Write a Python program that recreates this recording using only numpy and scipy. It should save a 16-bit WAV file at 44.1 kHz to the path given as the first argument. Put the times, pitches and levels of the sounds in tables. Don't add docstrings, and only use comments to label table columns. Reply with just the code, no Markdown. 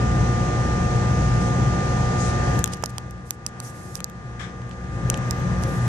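import sys
import numpy as np
from scipy import signal
from scipy.fft import rfft, irfft, next_fast_len
from scipy.io import wavfile
from scipy.ndimage import uniform_filter1d, minimum_filter1d, map_coordinates

SR = 44100
rng = np.random.default_rng(int(sys.argv[2]) if len(sys.argv) > 2 else 0)


def volts_from_db(level):
    exponent = np.asarray(level, float) / 20
    return 10 ** exponent


def transcribe(signal):
    frames = np.atleast_2d(signal).T
    limited = np.clip(frames, -1, 1)
    pcm = np.round(limited * 32767).astype(np.int16)
    wavfile.write(sys.argv[1], SR, pcm)


N = 259292


def unit(x):
    return x / np.sqrt(np.mean(x ** 2) + 1e-20)


def along(points, hz):
    f, v = np.transpose(points)
    return np.interp(np.log(hz + 1), np.log(f + 1), v)


def curve(points):
    s, v = np.transpose(points)
    return np.interp(np.arange(N) / SR, s, v)


def wobble(rate_hz):
    coarse = np.arange(0, N + 64, 64)
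    knots = rng.standard_normal(int(N * rate_hz / SR) + 4)
    return np.interp(np.arange(N), coarse, map_coordinates(knots, [coarse * rate_hz / SR]))


def filtered(x, response):
    n = x.shape[-1]
    m = next_fast_len(n + 8192)
    return irfft(rfft(x, m) * response(np.fft.rfftfreq(m, 1 / SR)), m)[..., :n]


def resonances(modes):
    def response(f):
        total = 0
        for k, (center_hz, width_hz, db) in enumerate(modes):
            damping = 1j * f * width_hz
            total = total + (-1) ** k * volts_from_db(db) * damping / (center_hz * center_hz - f * f + damping)
        return total
    return response


def sides(pan_db):
    return volts_from_db([pan_db / 2, -pan_db / 2])


def add(out, start_s, x):
    part = out[:, round(start_s * SR):][:, :x.shape[1]]
    part += x[:, :part.shape[1]]


def turned():
    # time_s, second_grip_share
    turn_points = [(2.5, 0.039), (2.9, 0.57)]
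    return np.clip(curve(turn_points), 0, 1)


def gripped(x):
    # freq_hz, left_minus_right_db
    grip_a = [(92, 1.5), (210, 2.5), (420, 4.5), (770, -10.5), (1170, -7), (2740, 4), (6410, 14),
              (11000, -3)]
    # freq_hz, left_minus_right_db
    grip_b = [(60, 2), (160, 4.5), (270, 2), (740, 2.5), (1220, 24), (3330, -3), (5500, 1.5), (12000, -8)]
    first = filtered(x, lambda hz: sides(along(grip_a, hz)))
    second = filtered(x, lambda hz: sides(along(grip_b, hz)))
    return first + turned() * (second - first)


def rush(response, patchy_db):
    # freq_hz, left_right_likeness
    likeness = [(20, 0.9), (120, 1), (240, 0.87), (480, 0.64), (950, 0.6), (1890, 0.41), (3770, -0.02),
                (15000, 0.0)]
    z = signal.stft(rng.standard_normal((2, N)), nperseg=512)[2]
    field = uniform_filter1d(rng.standard_normal(z.shape[1:]), size=6, axis=0)
    field = uniform_filter1d(field, size=12, axis=1)
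    pair = signal.istft(z * volts_from_db(patchy_db * unit(field)), nperseg=512)[1][:, :N]

    def mid_side(hz):
        angle = np.arccos(np.clip(along(likeness, hz), -1, 1)) / 2
        return response(hz) * [np.cos(angle), np.sin(angle)]

    mid, side = filtered(pair, mid_side)
    return unit(np.array([mid + side, mid - side]))


def car():
    # time_s, car_level_db
    gain_points = [(0, -21.5), (1.45, -21.5), (2.595, -20.5), (2.63, -29), (2.7, -28), (2.8, -33.5),
                   (3, -35.5), (3.2, -38), (3.33, -40.5), (3.6, -34.5), (4.1, -37.5), (4.4, -34.5),
                   (4.7, -35), (4.9, -32.5), (5.1, -26), (5.3, -26), (5.88, -24.5)]
    full_db = -22
    duck_db = curve(gain_points) - full_db
    low_db, second_db = jolts()
    noise = body(1.054 * duck_db + 0.31 * low_db) + roar(duck_db) + vent(duck_db)
    return volts_from_db(full_db) * gripped(noise) + hum(0.9 * duck_db, low_db, second_db)


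def jolts():
    # peak_s, lowest_swell_db, second_swell_db
    bumps = [(0.02, 6.5, 3), (.2, 7.5, 9.5), (.39, 5, 3.5), (.59, -1.5, 6.5), (.72, 4.5, 1.5),
             (.96, 4, 12.5), (1.05, -3.5, 5), (1.18, 6.5, -3.5), (1.36, 5, 11.5), (1.5, 4, 5),
             (1.62, 2.5, 11.5), (1.88, -2, 0), (2.1, -1.5, 5.5), (2.18, 0, 1.5), (2.36, -4, 9.5),
             (2.47, 2.5, 6), (2.95, 1, 6), (3.13, 10.5, 4), (3.65, -15, 5.5), (4.09, 3, -7), (4.29, 5, 3.5),
             (4.55, 4, 0), (4.78, 2, 3), (4.91, 7, 8), (5.03, 3.5, -0.5), (5.11, 4.5, 8.5), (5.47, 8.5, 3),
             (5.57, 1.5, 1), (5.65, 8, 8.5), (5.86, -3, 6.5)]
    s, *swells_db = np.transpose(bumps)
    coarse = np.arange(0, N + 64, 64) / SR
    swells = []
    for db, width_s in zip(swells_db, (0.077, 0.025)):
        bells = np.exp(-0.5 * ((coarse - s[:, None]) / width_s) ** 2)
        swells.append(np.interp(np.arange(N) / SR, coarse, db @ bells))
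    return swells


def body(level_db):
    # freq_hz, width_hz, level_db
    body_modes = [(57.4, 23, -11), (87, 9.8, -2.5), (117, 16.2, -4.5), (137.3, 17.6, -2), (160, 14, -16),
                  (206.6, 23, -10.5), (224.2, 32, -16), (298.6, 16, -17), (477, 8.5, -15.5),
                  (532.6, 6, -13)]
    # freq_hz, density_db
    rumble_spectrum = [(13, -30), (24, 2.5), (40, -4.5), (113, 1.5), (191, -4), (278, -15), (367, -23),
                       (880, -120)]
    ringing = volts_from_db(-4.0) * rush(resonances(body_modes), patchy_db=0.65)
    rumble = volts_from_db(-5.5) * rush(lambda hz: volts_from_db(along(rumble_spectrum, hz)), patchy_db=0.4)
    return volts_from_db(level_db) * (ringing + rumble)


def roar(level_db):
    # freq_hz, density_db
    roar_spectrum = [(150, -11), (260, -2), (500, -3), (1300, -15), (1900, -14), (2300, -19), (3500, -21.5),
                     (4500, -47)]
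    return volts_from_db(level_db - 10.5) * rush(lambda hz: volts_from_db(along(roar_spectrum, hz)), patchy_db=0.63)


def hum(gain_db, low_db, second_db):
    multiples = [1, 2, 3, 4, 5, 6, 8, 12, 13, 14, 18, 20, 24, 27, 28, 30]
    # grip1_left_db, grip1_right_db, grip2_left_db, grip2_right_db
    levels_db = [(-30, -30, -37, -37.5), (-28, -29.5, -26.5, -27), (-32.5, -34, -32.5, -32),
                 (-40.5, -41.5, -39.5, -40.5), (-42.5, -48, -54, -61), (-46, -36.5, -38, -47.5),
                 (-41, -53.5, -40.5, -43), (-40.5, -33, -47, -49.5), (-51, -38.5, -45, -44.5),
                 (-40.5, -52.5, -45.5, -46), (-51.5, -66, -47, -47), (-34, -32.5, -42, -33.5),
                 (-51, -42.5, -44, -45), (-57, -47, -34, -48), (-51.5, -49, -34.5, -43),
                 (-41, -40.5, -38.5, -49)]
    faint_multiples = [32, 34, 36, 39, 42, 44, 45, 59, 61]
    # freq_hz, left_lead_rad
    lead_a = [(60, -0.3), (180, -0.22), (300, -.5), (480, 0.1), (720, -2), (800, 3), (1200, 1), (1800, 2)]
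    # freq_hz, left_lead_rad
    lead_b = [(60, 0.2), (180, -.35), (360, -0.1), (480, .5), (720, -1), (800, 0.9), (1200, 1), (1800, 2.5)]
    mains_hz = 60.09
    out, turn = np.zeros((2, N)), turned()
    phase = 2 * np.pi * mains_hz * np.arange(N) / SR
    shaken_db = {1: low_db, 2: second_db, 3: (low_db - second_db) / 2}
    faint_db = []
    for k in faint_multiples:
        fall_db = 0.42 * (k - faint_multiples[0])
        faint_db.append(-57.5 - fall_db + 7.5 * rng.standard_normal(4))
    for k, grips_db in zip([*multiples, *faint_multiples], [*levels_db, *faint_db]):
        left1, right1, left2, right2 = grips_db
        ports_db = np.array([left1 + turn * (left2 - left1), right1 + turn * (right2 - right1)])
        first_lead, second_lead = along(lead_a, k * mains_hz), along(lead_b, k * mains_hz)
        lead = first_lead + turn * (second_lead - first_lead)
        sway = 12 / (k + 4)
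        start = rng.uniform(0, 2 * np.pi) + 0.28 * sway * wobble(8)
        if k in shaken_db:
            swell_db = shaken_db[k] + (2 if k == 1 else 2.5) * wobble(17)
        else:
            swell_db = sway * wobble(4.5)
        tone = np.sin(k * phase + start + [lead, 0 * lead])
        out += np.sqrt(2) * volts_from_db(ports_db + gain_db + swell_db) * tone
    return out


def vent(level_db):
    # freq_hz, density_db
    vent_spectrum = [(2500, -44), (3800, -0.5), (5000, -1.5), (6300, 1.5), (7500, -4), (9000, -7),
                     (11000, -16), (16000, -42)]
    waver_db = 0.55 * wobble(2.38)
    return volts_from_db(level_db + waver_db - 22.5) * rush(lambda hz: volts_from_db(along(vent_spectrum, hz)), patchy_db=0.94)


def clicks():
    # start_s, peak_db, left_minus_right_db, shell_knock_db, shell_edge_db
    snaps = [(2.591, -16, -14, -21, -9), (2.6412, -2.5, 12, -19, -11.5), (2.6587, -19.5, -12, -14.5, -20),
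             (2.734, -18, -2, -17, -24), (2.7364, -18, 0, -16, -22), (2.8388, -11, -7, -19, -22),
             (2.859, -14, -31, -23, -15), (2.9818, -14, -12.5, -14, -15), (3.307, -7.5, -10, -21, -4.5),
             (3.464, -8, -17, -25.5, -28), (3.6015, -17, -11, -20.5, -21), (3.9539, -14, -14, -21.5, -15),
             (4.004, -22, 1, -9, -13), (4.043, -8, -13, -32, -12), (5.1001, -3.5, 1.5, -20, -12),
             (5.1421, -18, -5, -8.5, -23), (5.3092, -9.5, -22, -24, -17), (5.6364, -19, -12, -17.5, -18.5)]
    # start_s, peak_db, left_minus_right_db, shell_knock_db
    ticks = [(2.6759, -20.5, -16, -14.5), (2.771, -33.5, -6, -16), (2.825, -30.5, -2, -9),
             (2.8638, -36, -4, -11), (3.1088, -33.5, 7, -20), (3.4659, -22, 6, -16), (3.965, -36, -6, -9),
             (3.991, -40, -4, -3), (4.098, -32, -17, -16), (4.6182, -44, -11, -1), (4.6933, -43, 16, -12),
             (4.712, -38, -8, -3.5), (5.1745, -26.5, -1, -13), (5.4914, -45, 1, -6)]
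    # freq_hz, width_hz, level_db
    ports = [
        [(6000, 3100, -1.5), (8000, 3650, -1)],
        [(5870, 3800, 2.5), (10530, 780, -4)],
    ]
    # freq_hz, width_hz, level_db
    shell_modes = [(1310, 1750, 0), (2680, 1720, 0), (11200, 8900, 0)]
    tick_edge_db = -9
    out, t = np.zeros((2, N)), np.arange(1024) / SR
    for start_s, db, pan_db, knock_db, edge_db in [*snaps, *[(*tick, tick_edge_db) for tick in ticks]]:
        burst = 0.36 * rng.standard_normal((2, len(t))) * volts_from_db(-60 * t / 0.0044)
        burst[:, 0] = 1.33
        cavities = []
        for side, port in zip(burst, ports):
            cavities.append(filtered(filtered(side, resonances(port)), resonances(port)))
        parts = [np.array(cavities)]
        for mode in shell_modes:
            parts.append(filtered(filtered(burst, resonances([mode])), resonances([mode])))
        parts_db = [-7, knock_db - 0.5, knock_db - 1, edge_db]
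        snap = sum(volts_from_db(d) * p / np.abs(p).max(1, keepdims=True) for d, p in zip(parts_db, parts))
        pan = sides(pan_db)
        add(out, start_s + 0.0005, volts_from_db(db + 9) * (pan / pan.mean())[:, None] * snap)
    return out


def pop():
    # start_s, level_db, pitch_hz, left_minus_right_db
    unstickings = [
        (2.83705, -4.5, 900, -14),
    ]
    out, t = np.zeros((2, N)), np.arange(512) / SR
    for start_s, db, hz, pan_db in unstickings:
        shape = volts_from_db(-60 * (hz * t / 2.4) ** 2) * (1 - np.exp(-t / 0.0001))
        cycle = np.sin(2 * np.pi * (hz * t) ** 0.8) * shape
        add(out, start_s, -volts_from_db([[db + pan_db], [db]]) * cycle)
    return out


def rubs():
    # start_s, length_s, level_db, left_minus_right_db, center_hz
    slides = [(1.379, 0.13, -51, 16, 7500), (2.158, 0.18, -46, 16, 7240), (2.397, 0.26, -53, 2, 6400),
              (2.716, 0.037, -46, -10, 6000), (2.89, 0.019, -47, 4, 8000), (3.24, 0.13, -57.5, -4, 8000),
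              (3.465, .035, -54, 8, 8000), (3.606, 0.12, -53.5, -12.5, 8500), (3.669, 0.36, -55, -5, 8000),
              (3.935, 0.055, -48, -7, 8000), (4.698, 0.055, -63, -10, 4000), (4.902, 0.12, -68, -14, 6000),
              (5.113, .11, -68, 5, 9000), (5.618, 0.031, -47.5, -4, 8000), (5.638, 0.19, -55.5, -11, 10000),
              (5.795, 0.099, -50.5, 8, 9000)]
    # start_s, length_s, level_db, left_minus_right_db, center_hz
    squeaks = [
        (2.186, 0.093, -48.5, 24, 6750),
        (2.305, 0.38, -49.5, 15, 1700),
        (3.632, .061, -54, 14, 6000),
    ]
    slide_width, squeak_width = 0.53, 0.092
    left_dull_hz = 9300
    out = np.zeros((2, N))
    for start_s, length_s, db, pan_db, hz, width in [*[(*r, slide_width) for r in slides],
                                                     *[(*r, squeak_width) for r in squeaks]]:
        n = round(length_s * SR)
        grains = rng.standard_normal((2, n)) * volts_from_db(0.7 * rng.standard_normal((2, n)))

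        def band(f):
            return np.exp(-0.5 * (np.log((f + 1) / hz) / width) ** 2) / (1 + (f / 12500) ** 8)

        hiss = unit(filtered(grains, band))
        hiss[0] = filtered(hiss[0], lambda f: 1 / (1 + (f / left_dull_hz) ** 8))
        shape = signal.windows.tukey(n, 0.55) * volts_from_db(0.6 * wobble(39)[:n])
        add(out, start_s, volts_from_db(db + 4) * sides(pan_db)[:, None] * shape * hiss)
    return out


def scuff():
    # start_s, level_db, t60_s, left_minus_right_db
    brushes = [
        (4.393, -36, 0.21, 7),
    ]
    # freq_hz, width_hz, level_db
    panel_modes = [(1140, 280, -2.5), (1700, 230, 4.5), (2230, 290, -1.5), (3400, 470, -4),
                   (5500, 680, -8.5), (7500, 3100, -15)]
    out, t = np.zeros((2, N)), np.arange(SR // 3) / SR
    for start_s, db, t60_s, pan_db in brushes:
        noise = rng.standard_normal((2, len(t)))
        brush = unit(filtered(noise, lambda f: resonances(panel_modes)(f) / (1 + (f / 10000) ** 6)))
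        decay_db = -60 * (t / t60_s) ** 2
        shape = volts_from_db(db + decay_db + wobble(95)[:len(t)]) * (1 - np.exp(-t / 0.0015))
        add(out, start_s, shape * sides(pan_db)[:, None] * brush)
    return out


def whine():
    # start_s, length_s, level_db
    whines = [(2.48, 0.12, -62), (2.62, 0.44, -72), (5.246, 0.18, -60), (5.42, 0.096, -68),
              (5.577, 0.046, -62)]
    out = np.zeros((2, N))
    for start_s, length_s, db in whines:
        n = round(length_s * SR)
        tone = unit(filtered(rng.standard_normal(n), lambda f: resonances([(14050, 120, 0)])(f) ** 2))
        add(out, start_s, volts_from_db([[db - 37], [db]]) * signal.windows.tukey(n, 0.3) * tone)
    return out


def starved(x, margin_db, from_hz=8300):
    hz, _, z = signal.stft(x, SR, nperseg=2048)
    power = np.abs(z) ** 2
    bands = np.repeat(power[:, :1024].reshape(2, 128, 8, -1).mean(2), 8, axis=1)
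    treble = power[:, (hz > 2000) & (hz < 9000)].mean(1, keepdims=True)
    top = power[:, hz > 10000].mean((0, 1))[None]
    snap = top > 10 * minimum_filter1d(top, size=5)
    keep = (bands > treble * volts_from_db(2 * margin_db)) | (hz[:1024, None] < from_hz) | snap
    return signal.istft(z * np.pad(keep, ((0, 0), (0, 1), (0, 0))), nperseg=2048)[1][:, :N]


def scene():
    return car() + clicks() + pop() + rubs() + scuff() + whine()


def roll_off(x):
    return signal.sosfilt(signal.butter(12, 16060, fs=SR, output="sos"), x)


def record(dry):
    # freq_hz, gain_db
    top_end = [(20, 0), (13800, -1), (14600, -1.5), (15000, -23), (16000, -24), (17000, -55.5)]
    x = filtered(dry, lambda hz: (1j * hz / (35 + 1j * hz)) ** 2 * volts_from_db(along(top_end, hz)))
    x = starved(x, margin_db=np.array([[[-13]], [[-11.5]]]))
    x = x / (1 + np.abs(x / 0.9) ** 6) ** (1 / 6)
    return roll_off(x)


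dry = scene()
out = record(dry)
transcribe(out)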